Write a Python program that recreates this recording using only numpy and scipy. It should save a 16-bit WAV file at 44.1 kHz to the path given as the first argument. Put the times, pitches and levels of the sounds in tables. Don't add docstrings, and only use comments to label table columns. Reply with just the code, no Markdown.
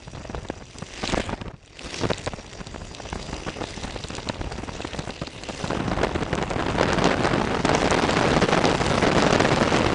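import sys
import numpy as np
from scipy import signal
from scipy.fft import rfft, irfft, next_fast_len
from scipy.io import wavfile
from scipy.ndimage import uniform_filter1d

SR = 44100
rng = np.random.default_rng(int(sys.argv[2]) if len(sys.argv) > 2 else 0)


def pcm_store(signal):
    levels = np.round(np.clip(np.atleast_2d(signal), -1, 1) * 32767)
    wavfile.write(sys.argv[1], SR, levels.astype(np.int16).T)


N = 438354

# start_s, four_stroke_cycles_per_s
ENGINE_SPEED = [(0, 12.5), (1, 13), (1.6, 10), (2.2, 13.7), (2.6, 14.4), (3.3, 14.5), (3.9, 14.9),
                (4.45, 17), (5, 17.4), (5.5, 18.6), (5.8, 20.5), (6.5, 25.5), (7.5, 30.6), (7.8, 32.7),
                (8, 33.7), (8.5, 34), (8.9, 35.4), (9.94, 36.4)]
CYLINDER_DB = [-1, -18, -2.5, -14.5, 0.5, -2.5, 3.5, -23, -6, -1, -12, -17, -1.5, -2.5]
# pitch_hz, relative_level_db (per Hz)
CLATTER_COLOUR = [(150, -26), (250, 7), (616, 1.5), (1690, -7.5), (2140, -11), (2420, -18), (2880, -15.5),
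                  (6160, -15.5), (8820, -24), (10300, 6.5), (13400, -63), (22000, -120)]
# pitch_hz, width_hz, relative_level_db
CASE_TONES = [(1980, 320, -9.5), (2560, 520, -2.5), (3390, 1570, -2), (4600, 270, -12), (5480, 390, -10.5),
              (6640, 330, -22)]
# start_s, lower_tones_db, upper_tones_db, pitch_factor (all ring tones shift
RINGING = [(0, -3.5, 2, 1.03), (0.9, -5.5, -3.5, 1.06), (1.2, 0, -12, 0.84), (1.6, -2.5, -3, 1.03),
           (1.9, -8.5, -5, 0.98), (2.4, -5, -1.5, 1.01), (3.5, -8.5, -4.5, 1.065), (4.5, -4, -6.5, 1.026),
           (5.6, -8, -14.5, 1.066), (9.94, -9, -16, 1.072)]
# start_s, level_db, treble_db (tilt of the stub's upper tones), strongest_ring_hz
CRACKS = [(0.4863, -30, -5, 3520), (0.785, -25.5, -1, 4960), (1.076, -12, -14, 3890),
          (1.4143, -18, -28, 2900), (1.481, -35, -28, 2600), (1.6603, -41, -1, 3873),
          (1.793, -26, -8, 2789), (2.1338, -12, -24, 3766), (2.1822, -29, 5, 3480), (2.2451, -31, 0, 4786),
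          (2.2621, -15.5, -9, 3650), (2.5301, -34, -3, 2821), (2.67, -22, -9.5, 3640),
          (2.9487, -20, -11, 3630), (3.1008, -33, 5, 3065), (3.342, -23, -15.5, 3833),
          (3.496, -26.5, -13, 2770), (3.634, -22, -15.5, 3695), (3.8361, -20, -11, 3740),
          (4.039, -19, -19, 3795), (4.085, -32, 5, 2679), (4.1519, -21, -8, 4980), (4.1677, -31, 4, 4900),
          (4.289, -12, -13, 3900), (4.346, -31, -24, 2655), (4.5227, -13.5, -17, 4417),
          (4.8169, -22, -12, 3674), (4.8733, -23, -10, 2753), (4.9335, -22.5, -17, 2747),
          (4.9904, -17, -10, 3716), (5.1056, -20, -21.5, 3725), (5.161, -30, -13, 4134),
          (5.215, -21, -27, 4250), (5.2713, -17, -23, 4245), (5.436, -17, -14, 4206),
          (5.4881, -17, -13, 4417), (5.676, -24, -10, 3564), (5.803, -28, -24, 3760)]
# pitch_hz, width_hz, relative_level_db
STUB_TONES = [(2700, 760, 4), (4352, 2200, 6.5), (6043, 3500, 8.5), (7661, 2200, 11)]
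# start_s, clatter_db, wash_db
FLOW = [(0, -47.5, -47), (0.36, -46, -40), (0.65, -47.5, -48), (0.9, -40, -47), (1.13, -29, -39),
        (1.33, -45.5, -39), (1.55, -61.5, -52), (1.74, -47.5, -54), (1.82, -35.5, -50), (1.99, -27, -41),
        (2.12, -36, -39), (2.4, -43.5, -45), (2.88, -42, -45), (3.18, -36.5, -41), (4.12, -37.5, -41),
        (4.4, -42.5, -40), (4.95, -39, -40), (5.3, -39.5, -47), (5.65, -32.5, -38), (5.84, -41, -30),
        (6.3, -40.5, -32), (6.6, -42.5, -27), (6.95, -35.5, -23), (7.3, -39, -24), (7.6, -37.5, -28),
        (7.83, -30.5, -21), (8.9, -30, -23.5), (9.14, -28, -20), (9.94, -31.5, -22.5)]
# middle_s, level_db, width_ms
BURSTS = [(0.079, -34, 8.7), (0.153, -33, 6.7), (0.179, -33, 12.8), (0.21, -36, 22.4), (0.252, -31, 8.1),
          (0.302, -30, 9.8), (0.349, -28, 7.933), (0.383, -32, 12.03), (0.422, -36, 8.9), (0.451, -33, 7.9),
          (0.503, -25, 6.1), (0.54, -33, 6.4), (0.571, -33, 6.2), (0.61, -33, 8.1), (0.625, -35, 7.7),
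          (0.759, -33, 10.2), (0.825, -28, 7.26), (1.032, -25, 7.4), (1.04, -22, 10.9), (1.091, -24, 7.6),
          (1.13, -21, 7.9), (1.1368, -16, 2.5), (1.1442, -17, 3.3), (1.177, -22, 11.4), (1.201, -21, 12.8),
          (1.293, -22, 11.1), (1.312, -24.5, 8.4), (1.336, -23, 14.4), (1.415, -30, 15.6), (1.462, -32, 15),
          (1.481, -33, 11.5), (1.51, -34, 16.4), (1.544, -36, 12), (1.861, -30, 16), (2.019, -25, 11.6),
          (2.041, -22, 12.6), (2.054, -23, 6.1), (2.066, -28.5, 7), (2.105, -16, 9.1), (2.116, -18, 3.6),
          (2.277, -22, 11.3), (2.338, -26, 5.8), (2.395, -32.5, 17), (2.59, -33, 5.64), (2.609, -29, 12.1),
          (2.67, -36, 11.5), (2.746, -27, 8.7), (2.818, -33, 11.3), (3.003, -29, 8.4), (3.057, -33, 9.7),
          (3.13, -26, 5.9), (3.159, -28, 7.5), (3.174, -31.5, 6.25), (3.292, -30, 11), (3.333, -26.5, 7.8),
          (3.352, -31, 9.7), (3.47, -26, 5.5), (3.484, -23, 11.4), (3.568, -28.5, 6.9), (3.586, -31, 7.4),
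          (3.618, -26, 15.5), (3.645, -32, 13.5), (3.776, -30, 7.4), (3.844, -26, 15), (3.879, -29, 5.74),
          (3.94, -32, 5.9), (3.962, -26, 7.35), (4.046, -29, 12.6), (4.105, -30, 6.6), (4.13, -32, 5.76),
          (4.146, -29, 6.05), (4.187, -29, 18.8), (4.272, -28.5, 9.5), (4.299, -20, 5.46),
          (4.414, -23.5, 7.6), (4.468, -31, 11.8), (4.505, -31, 5.9), (4.523, -28, 21.2), (4.556, -31.5, 6),
          (4.592, -30, 19.8), (4.638, -27, 6.45), (4.685, -28, 15.8), (4.808, -30, 6.6), (4.849, -26, 7.5),
          (4.948, -25, 11), (4.993, -24.5, 7.5), (5.015, -29, 7.5), (5.076, -27.5, 6.04), (5.096, -26, 8.2),
          (5.221, -23, 8.8), (5.236, -28.5, 7.4), (5.497, -26, 18.3), (5.606, -29.5, 11.2),
          (5.647, -24, 10.7), (5.705, -21, 5.8), (5.718, -19.5, 5.6), (5.773, -23, 12.6),
          (5.805, -21, 12.7), (5.882, -21, 6.76), (5.916, -21.5, 6.5), (5.935, -20, 5.57),
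          (5.988, -21, 7.8), (6.001, -21, 6.5), (6.016, -20.5, 6.56), (6.04, -17, 15.2),
          (6.068, -18.5, 5.8), (6.157, -21.5, 14.5), (6.228, -19, 7.27), (6.333, -21, 8.05),
          (6.384, -19, 10.8), (6.427, -22, 17.2), (6.514, -18.5, 6.94), (6.599, -21.5, 8.8),
          (6.663, -20.5, 8.9), (6.688, -19, 11.6), (6.785, -17.5, 6.8), (6.799, -16.5, 5.8),
          (6.812, -14, 5), (6.832, -18, 9.3), (6.857, -17, 9.8), (6.889, -16, 13.5), (6.933, -16.5, 5.65),
          (7.021, -18, 7.35), (7.043, -17, 5.63), (7.065, -13, 21.1), (7.09, -17, 10.85),
          (7.111, -16.5, 11), (7.251, -15, 12.4), (7.273, -17.5, 13.5), (7.339, -16.5, 6.4),
          (7.418, -16, 7.74), (7.549, -17, 7.55), (7.572, -19, 7.2), (7.654, -13, 9.25),
          (7.695, -15.5, 8.64), (7.705, -18, 6.76), (7.716, -17, 3.82), (7.731, -18, 6.7),
          (7.739, -18, 2.83), (7.751, -17, 12.5), (7.832, -14.5, 5.5), (7.857, -14.5, 18.5),
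          (7.911, -15.5, 17.5), (7.946, -17, 6.86), (7.993, -16, 16), (8.049, -16, 12.4),
          (8.093, -17.5, 20), (8.171, -15, 11.2), (8.191, -14.5, 9.1), (8.213, -15.5, 8.1),
          (8.268, -14.5, 14.3), (8.374, -15, 13.9), (8.434, -16, 21.3), (8.331, -17, 8.45),
          (8.39, -16, 5.62), (8.531, -12.5, 7.37), (8.546, -13, 9.9), (8.594, -16, 5.44),
          (8.645, -15, 10.6), (8.699, -16, 8.3), (8.717, -16.5, 8.3), (8.75, -16, 13.9), (8.865, -17, 7.74),
          (8.576, -14, 17.4), (8.667, -16, 9.75), (8.818, -14.5, 8.1), (8.982, -14, 9.6),
          (9.032, -14.5, 17.3), (9.05, -13.5, 6.2), (9.069, -16.5, 5.6), (9.09, -15.5, 14.1),
          (9.12, -17, 12.2), (9.148, -18, 7.3), (9.187, -14.5, 6.86), (9.21, -16.5, 6), (9.23, -12.5, 12.5),
          (9.245, -16, 8.5), (9.27, -14.5, 10.8), (9.331, -15, 8), (9.361, -15, 15.5), (9.404, -12.5, 10.3),
          (9.455, -14.5, 10.8), (9.524, -14, 9.6), (9.614, -16.5, 6.77), (9.636, -15, 8.65),
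          (9.678, -16, 6.94), (9.747, -13, 6.07), (9.766, -13, 6.7), (9.809, -17.5, 9.1)]
# pitch_hz, relative_level_db (per Hz)
EDDY_COLOUR = [(20, -40.5), (60, 1), (150, 9.5), (370, 6.5), (700, -4), (1100, -2), (1700, -5),
               (4700, -16.5), (8000, -72), (12000, -22), (22000, -59)]
# start_s, level_db
FLASHES = [(5.968, -25), (6.033, -10), (6.048, -11), (6.1479, -24), (6.2073, -25), (6.234, -19),
           (6.353, -13), (6.4263, -20), (6.503, -14), (6.5346, -17), (6.714, -27), (6.7549, -25),
           (6.5954, -27), (6.8119, -27), (6.932, -10), (7.0217, -23), (7.0424, 2), (7.2355, -9),
           (7.2554, -15), (7.272, -10), (7.452, -10), (7.6535, -10), (7.694, -4), (7.75, -5), (7.855, -22),
           (7.9085, -4.5), (7.9432, -4), (8.1087, -8), (8.1322, -10), (8.1895, -7), (8.211, -6),
           (8.284, -3), (8.53, -13), (8.5764, -5), (8.6542, -5.5), (8.675, -11), (8.697, -8), (8.8125, -17),
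           (8.8649, -1), (9.0852, -22), (9.147, -18), (9.1856, -21), (9.203, -18), (9.2237, -5),
           (9.3082, -13.5), (9.3271, -10), (9.4031, -4), (9.4904, -24), (9.5614, -6), (9.764, -5),
           (9.7869, -11)]
# middle_s, height (no unit; below zero is suction)
SPIKES = [(0.3477, -0.31), (0.38, 0.081), (0.3873, 0.083), (0.5009, -0.39), (1.041, -0.22),
          (1.0795, -0.066), (1.138, 0.53), (1.145, -0.94), (1.178, 0.49), (1.2005, -0.16), (1.2958, -0.02),
          (1.3354, 0.072), (1.415, 0.053), (1.9473, -0.093), (2.0401, -0.28), (2.116, -0.59),
          (2.2686, -0.2), (2.7475, 0.11), (2.7616, -0.23), (3.003, -0.14), (3.129, 0.23), (3.1572, -0.2),
          (3.333, 0.14), (3.4774, -0.14), (3.4831, 0.25), (3.6177, -0.27), (3.6237, -0.065), (3.7756, 0.05),
          (3.9617, -0.19), (4.046, 0.022), (4.1456, 0.071), (4.186, -0.11), (4.2719, 0.097),
          (4.2991, -0.39), (4.5238, 0.08), (4.6922, -0.22), (4.849, -0.2), (4.9332, 0.13), (4.9481, -0.2),
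          (4.9915, 0.083), (5.0041, -0.12), (5.0752, 0.2), (5.0967, -0.18), (5.2196, -0.19),
          (5.2337, -0.046), (5.4895, -0.15), (5.4977, 0.11), (5.6627, 0.2), (5.7054, 0.1), (5.7325, -0.4),
          (5.7728, 0.1), (5.9757, -0.29), (5.9887, -0.23), (6.0001, -0.2), (6.034, -0.66), (6.0401, -0.41),
          (6.048, -0.5), (6.0558, -0.3), (6.1575, -0.06), (6.208, -0.2), (6.2271, 0.24), (6.2359, 0.081),
          (6.3328, -0.078), (6.3461, -0.28), (6.3581, -0.29), (6.3846, -0.15), (6.4371, -0.22),
          (6.5052, -0.22), (6.5138, -0.18), (6.5357, -0.2), (6.5597, 0.24), (6.609, -0.33), (6.6642, -0.17),
          (6.7848, -0.37), (6.7982, -0.65), (6.811, -1.01), (6.8591, 0.0029), (6.8898, -0.36),
          (6.933, -0.53), (6.966, -0.31), (7.026, -0.51), (7.0424, -0.72), (7.0653, -0.82), (7.0954, 0.37),
          (7.1118, -0.64), (7.1278, -0.23), (7.237, 0.51), (7.2507, 0.47), (7.2575, -0.55), (7.2747, -0.67),
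          (7.338, -0.43), (7.3498, -0.41), (7.4044, -0.26), (7.418, -0.64), (7.536, -0.36), (7.5484, -0.32),
          (7.5725, -0.35), (7.651, -0.51), (7.6546, 0.7), (7.6946, -0.46), (7.7102, 0.58), (7.717, 0.9),
          (7.7494, -0.72), (7.7864, 0.44), (7.8314, 0.5), (7.8565, -0.49), (7.864, -0.59), (7.916, -1.06),
          (7.922, -0.74), (7.927, -0.52), (7.944, -0.21), (7.992, 0.34), (7.998, 0.39), (8.042, 0.42),
          (8.0495, -0.46), (8.0788, 0.34), (8.0929, -0.56), (8.1713, 0.74), (8.1906, 0.74), (8.213, 0.99),
          (8.243, -0.62), (8.2554, -0.57), (8.268, -0.42), (8.2746, -0.51), (8.2845, -0.25), (8.3431, 0.51),
          (8.3675, -0.45), (8.3742, 0.56), (8.434, -0.55), (8.5297, -0.78), (8.546, 0.82), (8.5696, 0.56),
          (8.577, 1), (8.5843, -0.66), (8.6456, -0.69), (8.6563, -0.75), (8.6663, -0.43), (8.6815, 0.54),
          (8.7167, -0.46), (8.728, -0.57), (8.7467, 0.54), (8.755, 0.081), (8.8182, -0.35), (8.8277, -0.34),
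          (8.8655, -0.34), (8.9017, -0.42), (8.9825, -0.61), (9.032, -0.79), (9.048, -0.59), (9.087, -0.31),
          (9.0708, 0.51), (9.0974, 0.49), (9.1032, 0.63), (9.1143, 0.29), (9.187, 0.7), (9.2249, 0.64),
          (9.2295, 0.81), (9.248, 0.8), (9.2698, -0.75), (9.3096, -0.73), (9.3316, 0.33), (9.3511, 0.65),
          (9.3601, -0.47), (9.4041, -0.96), (9.4368, -0.42), (9.4482, -0.61), (9.4548, 0.68),
          (9.462, -0.52), (9.5073, 0.8), (9.523, -0.6), (9.5399, -0.69), (9.5889, 0.44), (9.614, 0.64),
          (9.6353, -0.63), (9.677, -0.39), (9.6935, -0.42), (9.7219, -0.61), (9.7405, 0.46), (9.748, -0.5),
          (9.7675, 0.55), (9.7742, -0.5), (9.809, 0.4), (9.8308, -0.38), (9.8611, -0.55), (9.8798, -0.15)]
# start_s, length_ms
SURGES = [(1.133, 3.3), (1.1383, 5.5), (1.1456, 6), (1.193, 4), (2.0464, 2.56), (2.0577, 3.6),
          (2.1113, 2.535), (6.7482, 2.2), (6.8977, 2.6), (6.9796, 3.5), (7.0156, 2.16), (7.16, 2.28),
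          (7.3285, 2.35), (7.4323, 2.78), (7.6435, 2.77), (7.71, 2.42), (7.834, 2.16), (7.8514, 2.6),
          (7.872, 2.72), (8.207, 3.18), (8.2578, 3.47), (8.393, 2.95), (8.5975, 4.7), (8.6045, 1.78),
          (8.7294, 3.32), (8.7646, 2.6), (8.871, 2.43), (8.9272, 2.83), (8.9898, 3), (9.2613, 2.55),
          (9.3637, 2.2), (9.3885, 2.7), (9.415, 2.03), (9.4985, 2.34), (9.5957, 2.49), (9.8717, 2.27),
          (9.9132, 3.1), (9.919, 2.23)]

HUM_DB = -15
CRACK_RING_WIDTH_HZ, CRACK_RING_DB = 520, 11
BLADES_PER_CYCLE, BLADE_DB = 4, 2.5

FULL_WASH_DB, SPEED_POWER = -18.5, .35
LESSER_PER_CYCLE, LESSER_MS = 1.9, 4.5
LESSER_DB, LESSER_SPREAD_DB = 3, 2
FIZZ_DB, FIZZ_LUMPS_DB, FLASH_MS = -27.5, 7.5, 0.5
RUMBLE_DB, RUMBLE_KNEE_DB, RUMBLE_TOP_HZ = -2.5, -30, 97

SMALL_SPIKES_PER_S, SMALL_SPIKE_DB = 480, 5
REBOUND, REBOUND_MS = .5, .6
EDGE_DB, EDGE_MS = -14.5, 0.34
SLOW_AIR_DB, SLOW_STRETCH = -29, 1.47
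PIN_HEIGHT, PIN_MS = .4, 1.93
SURGE_HEIGHT = 0.21
BEND_DB = -15.5
CUTOFF_HZ = 11000


def from_db(db):
    return 10 ** (np.asarray(db) / 20)


def rms_one(x):
    return x / np.sqrt(np.mean(x ** 2) + 1e-20)


def in_time(rows):
    s, *columns = np.transpose(rows)
    return [np.interp(np.arange(N) / SR, s, c) for c in columns]


def coloured(x, spectrum):
    size = next_fast_len(len(x))
    hz = np.arange(size // 2 + 1) * SR / size + 1
    table_hz, table_db = np.transpose(spectrum)
    db = np.interp(np.log(hz), np.log(table_hz), table_db)
    return rms_one(irfft(rfft(x, size) * from_db(db), size)[:len(x)])


def lowpass(x, hz):
    return signal.sosfilt(signal.butter(2, hz, fs=SR, output="sos"), x)


def noise_band(low_hz, high_hz):
    band = signal.butter(2, [low_hz, high_hz], "band", fs=SR, output="sos")
    return signal.sosfilt(band, rng.standard_normal(N))


def drift(rate_hz):
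    r = np.exp(-2 * np.pi * rate_hz / SR)
    return rms_one(signal.lfilter([1], [1, -2 * r, r * r], rng.standard_normal(N + SR))[SR:])


def resonance(hz, width_hz):
    r = np.exp(-np.pi * width_hz / SR)
    return [(1 - r * r) / 2, 0, (r * r - 1) / 2], [1, -2 * r * np.cos(2 * np.pi * hz / SR), r * r]


def resonate(x, hz, width_hz):
    return signal.lfilter(*resonance(hz, width_hz), x)


def gliding(x, hz, width_hz):
    out, state = np.empty(N), np.zeros(2)
    for i in range(0, N, 2048):
        b, a = resonance(hz[i], width_hz)
        out[i:i + 2048], state = signal.lfilter(b, a, x[i:i + 2048], zi=state)
    return out


def dying(clicks, ms):
    return signal.lfilter([1], [1, -np.exp(-1000 / (ms * SR))], clicks + 1e-18)


def clatter(cycle):
    firing = (cycle * len(CYLINDER_DB)).astype(int)
    fires = np.diff(firing, prepend=0) > 0
    cylinder_db = np.array(CYLINDER_DB)[firing % len(CYLINDER_DB)]
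    rattle, edges_hz = 0, [150, 1500, 2400, 3300, 4400, 5200, 6400, 8000, 12000]
    for low, high in zip(edges_hz, edges_hz[1:]):
        strength = from_db(cylinder_db + 3.5 * rng.standard_normal(N))
        puffs = (.45 + dying(fires * strength, ms=2.2)) * from_db(2.5 * drift(15))
        band = signal.butter(2, [low, high], "band", fs=SR, output="sos")
        rattle = rattle + signal.sosfilt(band, puffs * rng.standard_normal(N))
    lower_db, upper_db, pitch = in_time(RINGING)
    rings = 0
    for hz, width, db in CASE_TONES:
        course_db = lower_db if hz < 4000 else upper_db
        tone = rms_one(gliding(rattle, hz * pitch, width))
        rings = rings + from_db(db + 1.03 * drift(1.64) + course_db) * tone
    return coloured(rattle, CLATTER_COLOUR) + rings


def hum(cycle):
    phase = 2 * np.pi * len(CYLINDER_DB) * cycle + 0.65 * drift(5)
    return from_db(HUM_DB + 1.5 * drift(4.7)) * (1.05 * np.sin(phase) + 1.4 * np.sin(2 * phase))


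def cracks():
    out = np.zeros(N + SR)
    click = np.eye(1, 1500)[0]
    noise = rng.standard_normal((len(CRACKS), len(click)))
    for (s, level_db, treble_db, ring_hz), hiss in zip(CRACKS, noise):
        fade = 0.64 * dying(click, ms=0.83) + 0.07 * dying(click, ms=2.0)
        blast = 6.1 * click + fade * hiss
        sound = from_db(CRACK_RING_DB) * resonate(blast, ring_hz, CRACK_RING_WIDTH_HZ)
        for k, (hz, width, db) in enumerate(STUB_TONES):
            tilt_db = treble_db * np.clip(np.log2(hz / 4200), 0, 1)
            sound = sound + (-1) ** k * from_db(db + tilt_db) * resonate(blast, hz, width)
        out[round(s * SR):][:len(click)] += from_db(level_db) * sound
    return out[:N]


def gusts(wash_db, cycle):
    power = from_db(2 * (wash_db + 2.5 * drift(25.06)))
    draws = rng.standard_normal((800, 3))
    start_cycles = np.cumsum(np.abs(draws[:, 0]) + .2) / LESSER_PER_CYCLE
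    starts = np.searchsorted(cycle, start_cycles)
    lesser = [(i / SR, wash_db[i] + LESSER_DB + LESSER_SPREAD_DB * a, LESSER_MS * np.exp(.4 * b))
              for i, (a, b) in zip(starts, draws[:, 1:]) if i < N]
    near = np.arange(-2000, 2000)
    for s, level_db, ms in list(BURSTS) + lesser:
        at = np.clip(round(s * SR) + near, 0, N - 1)
        bump = np.exp(-np.abs(1.8 * near * 1000 / (SR * max(ms, 2))) ** 3)
        power[at] += from_db(2 * level_db) * bump
    return np.sqrt(power) * from_db(2.3 * drift(200))


def wash(level):
    speed = np.clip((level / from_db(FULL_WASH_DB)) ** SPEED_POWER, .05, 1.6)
    swings = lowpass(coloured(rng.standard_normal(2 * N), EDDY_COLOUR), 1400)
    sharp = from_db(4.2 * np.minimum(rng.exponential(1, 2 * N), 4))
    fronts = coloured(sharp * rng.standard_normal(2 * N), EDDY_COLOUR)
    train = rms_one(0.46 * swings + fronts)
    return 0.96 * level * np.interp(np.cumsum(speed), np.arange(2 * N), train)


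def fizz(air):
    treble = rms_one(noise_band(1800, 7500))
    lumps = rms_one(from_db(FIZZ_LUMPS_DB * np.minimum(drift(320), 1.6)))
    lesser = from_db(FIZZ_DB) * air * np.sqrt(air / from_db(FULL_WASH_DB)) * lumps
    s, level_db = np.transpose(FLASHES)
    bright = np.zeros(N)
    bright[np.round(s * SR).astype(int)] = from_db(level_db)
    return treble * (lesser + 0.77 * dying(bright, ms=FLASH_MS))


def spike_clicks(air, passed):
    chance = SMALL_SPIKES_PER_S / SR * (air / from_db(FULL_WASH_DB)) ** SPEED_POWER
    height = air * passed * from_db(SMALL_SPIKE_DB + 1.75 * rng.standard_normal(N))
    clicks = (rng.random(N) < chance) * height
    clicks = .4 * np.tanh(clicks / .4)
    clicks *= np.where(rng.random(N) < .6, -1, 1)
    s, listed_height = np.transpose(SPIKES)
    clicks[np.round(s * SR).astype(int)] = listed_height
    return clicks


def add_rebounds(clicks):
    at = np.flatnonzero(clicks[200:-200]) + 200
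    for side in (-1, 1):
        lag = side * REBOUND_MS / 1000 * SR * rng.uniform(0.3, 1.7, len(at))
        free = side < 0 or clicks[at] < PIN_HEIGHT
        clicks[at + lag.astype(int)] -= free * REBOUND * rng.uniform(0.063, 1.34, len(at)) * clicks[at]


def spikes(air, passed):
    clicks = spike_clicks(air, passed)
    treble = rms_one(noise_band(1500, 7000))
    edges = from_db(EDGE_DB) * treble * dying(np.abs(clicks) ** 1.32, ms=EDGE_MS) * passed
    add_rebounds(clicks)
    near = np.arange(-90, 91) / SR
    quick, broad = (1.3 * np.exp(-np.abs(near) / np.where(near < 0, .00014, .00022) / k)
                    - .03 * k * np.exp(-(near / .0013) ** 2) for k in (1, SLOW_STRETCH))
    slow = in_time(FLOW)[1] < SLOW_AIR_DB
    pulses = np.convolve(clicks * ~slow, quick, "same") + np.convolve(clicks * slow, broad, "same")
    surge_clicks = np.zeros(N)
    surge_clicks[np.round((np.transpose(SURGES)[0] - .0008) * SR).astype(int)] = SURGE_HEIGHT
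    sink = np.exp(-np.abs(near) / np.where(near < 0, .0002, .0004))
    return pulses + np.convolve(surge_clicks, sink, "same") + edges


def capsule_gain(air):
    push = uniform_filter1d(air, size=2500) * drift(138) / from_db(BEND_DB)
    gain = 1 / (1 + push ** 2)
    hard_pushes = [(s, PIN_MS) for s, height in SPIKES if height > PIN_HEIGHT]
    for s, ms in list(SURGES) + hard_pushes:
        gain[round(s * SR):round((s + ms / 1000) * SR)] = 0.022
    for s, _ in SPIKES:
        gain[round((s - .0006) * SR):round((s + .0006) * SR)] *= .35
    return uniform_filter1d(gain, size=15)


def rumble(air):
    low = rms_one(noise_band(22, RUMBLE_TOP_HZ))
    swell = uniform_filter1d(air, size=900)
    limited = swell / (1 + (swell / from_db(RUMBLE_KNEE_DB)) ** 2) ** 0.62
    return from_db(RUMBLE_DB + 2.8 * drift(7.6)) * limited * low


def scene():
    clatter_db, wash_db = in_time(FLOW)
    cycle = np.cumsum(in_time(ENGINE_SPEED)[0]) / SR
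    throb = from_db(BLADE_DB * np.cos(2 * np.pi * BLADES_PER_CYCLE * cycle + 0.95 * drift(6.4)))
    engine = from_db(clatter_db) * (throb * clatter(cycle) + hum(cycle)) + cracks()
    air = gusts(wash_db, cycle)
    wind = wash(air * np.sqrt(throb)) + fizz(air * throb)
    passed = capsule_gain(air)
    return ((engine + wind) * passed + spikes(air, passed) + rumble(air))[None]


def record(dry):
    x = signal.sosfilt(signal.butter(2, 24, "high", fs=SR, output="sos"), dry)
    x = 0.73 * np.tanh(x / 0.98)
    x = signal.sosfilt(signal.butter(4, 9600, fs=SR, output="sos"), x)
    return signal.sosfilt(signal.cheby2(11, 65, CUTOFF_HZ, fs=SR, output="sos"), x)


dry = scene()
out = record(dry)
pcm_store(out)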